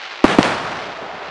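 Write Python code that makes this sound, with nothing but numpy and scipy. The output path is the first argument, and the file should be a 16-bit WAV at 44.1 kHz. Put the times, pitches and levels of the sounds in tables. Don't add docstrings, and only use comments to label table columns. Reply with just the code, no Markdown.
import sys
import numpy as np
from scipy import signal
from scipy.fft import rfft, irfft
from scipy.io import wavfile

SR = 44100
rng = np.random.default_rng(int(sys.argv[2]) if len(sys.argv) > 2 else 0)


def unload_audio(sound):
    columns = np.transpose(np.atleast_2d(sound))
    steps = np.round(np.clip(columns, -1, 1) * 32767)
    wavfile.write(sys.argv[1], SR, steps.astype(np.int16))


N = 57330


def from_db(db):
    return 10 ** (np.asarray(db) / 20)


def unit_rms(x):
    return x / np.sqrt(np.mean(x ** 2) + 1e-20)


def seconds():
    return np.arange(N) / SR


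def envelope(rows):
    return from_db(np.interp(seconds(), *np.transpose(rows)))


def butter(x, hz, kind, order):
    sos = signal.butter(order, hz, kind, fs=SR, output="sos")
    return signal.sosfilt(sos, x + 1e-18)


def colour(x, spectrum):
    hz, db = np.transpose(spectrum)
    bins_hz = np.maximum(np.fft.rfftfreq(N, 1 / SR), 1)
    gain = from_db(np.interp(np.log(bins_hz), np.log(hz), db))
    return irfft(rfft(x) * gain, N)


def drift(corner_hz):
    pole = np.exp(-2 * np.pi * corner_hz / SR)
    smoothed = signal.lfilter([1], [1, -2 * pole, pole * pole], rng.standard_normal(2 * N))
    return unit_rms(smoothed[N:])


def grains(per_s, spread_db=2):
    sizes = from_db(spread_db * np.minimum(rng.exponential(1, N), 3.5))
    signs = rng.choice([-1, 1], N)
    hits = rng.random(N) < per_s / SR
    return unit_rms(sizes * signs * hits)


# frequency in Hz, side level against mid in dB.
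SIDE_SPECTRUM = [(60, -20), (300, -43), (1000, -61), (2000, -27.5), (4000, -19), (8000, -15)]


def stereo(mid, spectrum):
    side = colour(rng.standard_normal(N), SIDE_SPECTRUM)
    return unit_rms(colour(np.array([mid + side, mid - side]), spectrum))


# time in seconds, level in dB.
CRACKLE_ENVELOPE = [(0, -32.5), (.07, -31.5), (.095, -34.5), (.125, -30.5), (.15, -33.5), (.22, -33.5),
                    (.76, -37.5), (.84, -33.5), (.89, -36), (1.1, -42.5), (1.22, -40), (1.3, -36.5)]
# frequency in Hz, relative level in dB.
CRACKLE_SPECTRUM = [(100, -34.5), (260, -17), (450, -7), (900, 1.5), (1600, 3.5), (2800, 2), (4400, -4),
                    (6500, -18), (8000, -29.5), (10000, -51.5)]


def crackle():
    pops_per_s = 1300 * from_db(0.84 * drift(corner_hz=25))
    return envelope(CRACKLE_ENVELOPE) * stereo(grains(pops_per_s), CRACKLE_SPECTRUM)


# time in seconds, level in dB.
WASH_ENVELOPE = [(0, -42), (.17, -40), (.3, -33.5), (.6, -30), (1.0, -31), (1.3, -30.5)]
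# frequency in Hz, relative level in dB.
WASH_SPECTRUM = [(30, -28), (65, -13.5), (110, -25), (220, -20), (380, -2), (520, -4.5), (670, 1.5),
                 (850, -2.5), (1400, -6.5), (2500, -14), (4500, -25.5), (7000, -38), (10000, -63)]


def wash():
    return envelope(WASH_ENVELOPE) * stereo(grains(per_s=2500), WASH_SPECTRUM)


# start in seconds, peak before filtering in dB, length in seconds, low-pass in Hz.
CRACK_PULSES = [(0.0587, -23, 0.00044, 3000), (0.06, -16, 0.00047, 3000), (0.079, -19, 0.00038, 2800),
                (0.117, -18, 0.00027, 2800), (0.139, -16, 0.00042, 2800), (0.174, -21, 0.00035, 3000),
                (0.2485, -2, .0007, 2500), (0.2500, -1, .001, 2500), (0.2519, -2, .0007, 2000),
                (0.2554, -6, .00022, 5500), (0.2657, -6, .0005, 5000), (0.2813, -4, .0005, 5500),
                (0.3051, -5, .0005, 3500), (0.3936, -2, .0012, 3500), (0.4087, -5, .0008, 2500),
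                (0.4289, 1.5, .00034, 5000), (0.4300, 3, .00018, 7500), (0.4455, -8, .0002, 6500),
                (0.725, -28, .0003, 4000), (0.7985, -19, 0.00026, 4000), (0.9577, -24, 0.00035, 3500)]


def cracks():
    out = 0
    for start_s, db, length_s, lowpass_hz in CRACK_PULSES:
        phase = (seconds() - start_s) / length_s
        pulse = (2 * phase - 1) * ((phase >= 0) & (phase < 1))
        out += from_db(db) * butter(pulse, lowpass_hz, "low", order=3)
    return out


def blast_wave(start_s, push_s):
    age_s = np.maximum(seconds() - start_s, 0)
    front = np.minimum(age_s * SR, 1)
    return front * (1 - age_s / push_s) * np.exp(-age_s / push_s)


# start in seconds, gain in dB, pressure push in seconds, high-pass in Hz, low-pass in Hz,
# ground reflection lag in seconds, reflection gain from 0 to 1.
SHELLS = [(0.24182, 25.4, .00157, 282, 490, .00299, .68), (0.38600, 27.4, .00095, 247, 345, .00299, .52)]


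def bangs():
    out = 0
    for start_s, db, push_s, highpass_hz, lowpass_hz, lag_s, ground_gain in SHELLS:
        direct = blast_wave(start_s, push_s)
        reflected = ground_gain * blast_wave(start_s + lag_s, 2.7 * push_s)
        thinned = butter(direct + reflected, highpass_hz, "high", order=3)
        out -= from_db(db) * butter(thinned, lowpass_hz, "low", order=1)
    return out


# frequency in Hz, relative level in dB.
NEAR_SPECTRUM = [(60, -12), (170, 6), (400, 1.5), (1100, 0.5), (2200, -10), (4500, -20.5), (10000, -32)]
LAND_SPECTRUM = [(30, -25), (70, -13), (110, -3), (170, 2), (280, -1.5), (650, 1), (1300, -1), (3000, -8.5),
                 (5500, -20.5), (10000, -31)]
RUMBLE_SPECTRUM = [(30, -26), (75, -8.5), (170, -2.5), (330, -5.5), (700, 0.5), (1400, -1.5), (3000, -11.5),
                   (5500, -19), (10000, -43)]


def echoes(spectrum, level_db, delay_s, rise_s, t60_s, flutter_db):
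    power = 0
    for start_s, *_ in SHELLS:
        age_s = np.maximum(seconds() - start_s - delay_s, 0)
        rise = np.minimum(age_s / rise_s, 1)
        decay = from_db(-60 * np.maximum(age_s - rise_s, 0) / t60_s)
        power += (rise * decay) ** 2
    gain = from_db(level_db + flutter_db * drift(corner_hz=36))
    return np.sqrt(power) * gain * stereo(grains(per_s=6000), spectrum)


# start in seconds, level at the crest in dB.
SLOPE_ECHOES = [(0.501, -27.5), (0.589, -32), (0.625, -30.5), (0.756, -35.5), (0.858, -37.5), (1.01, -32),
                (1.13, -38), (1.263, -41)]
# frequency in Hz, relative level in dB.
THUD_SPECTRUM = [(30, -34), (75, -7), (180, 4.5), (300, -3), (700, -2), (1400, -5), (3000, -23),
                 (8000, -62)]


def thuds(rise_s=0.018):
    power = 0
    for start_s, db in SLOPE_ECHOES:
        phase = np.maximum(seconds() - start_s, 0) / rise_s
        swell = phase * np.exp(1 - phase)
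        power += (from_db(db) * swell) ** 2
    return np.sqrt(power) * stereo(rng.standard_normal(N), THUD_SPECTRUM)


def scene():
    near = echoes(NEAR_SPECTRUM, level_db=-8.5, delay_s=0.0035, rise_s=0.0012, t60_s=0.14,
                  flutter_db=2.6)
    land = echoes(LAND_SPECTRUM, level_db=-15.5, delay_s=0.002, rise_s=0.063, t60_s=0.63,
                  flutter_db=-0.5)
    rumble = echoes(RUMBLE_SPECTRUM, level_db=-27, delay_s=0.14, rise_s=0.11, t60_s=1.74,
                    flutter_db=1.65)
    mix = bangs() + near + land + rumble + thuds() + cracks() + crackle() + wash()
    right_lead_db = 0.37
    balance = from_db([[-right_lead_db / 2], [right_lead_db / 2]])
    return butter(mix, hz=10200, kind="low", order=8) * balance


def record(dry):
    ceiling, cutoff_hz = 0.95, 10200
    clipped = ceiling * dry / (1 + dry ** 6) ** (1 / 6)
    lowpass = signal.ellip(10, rp=0.1, rs=70, Wn=cutoff_hz, fs=SR, output="sos")
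    return signal.sosfilt(lowpass, clipped)


dry = scene()
out = record(dry)
unload_audio(out)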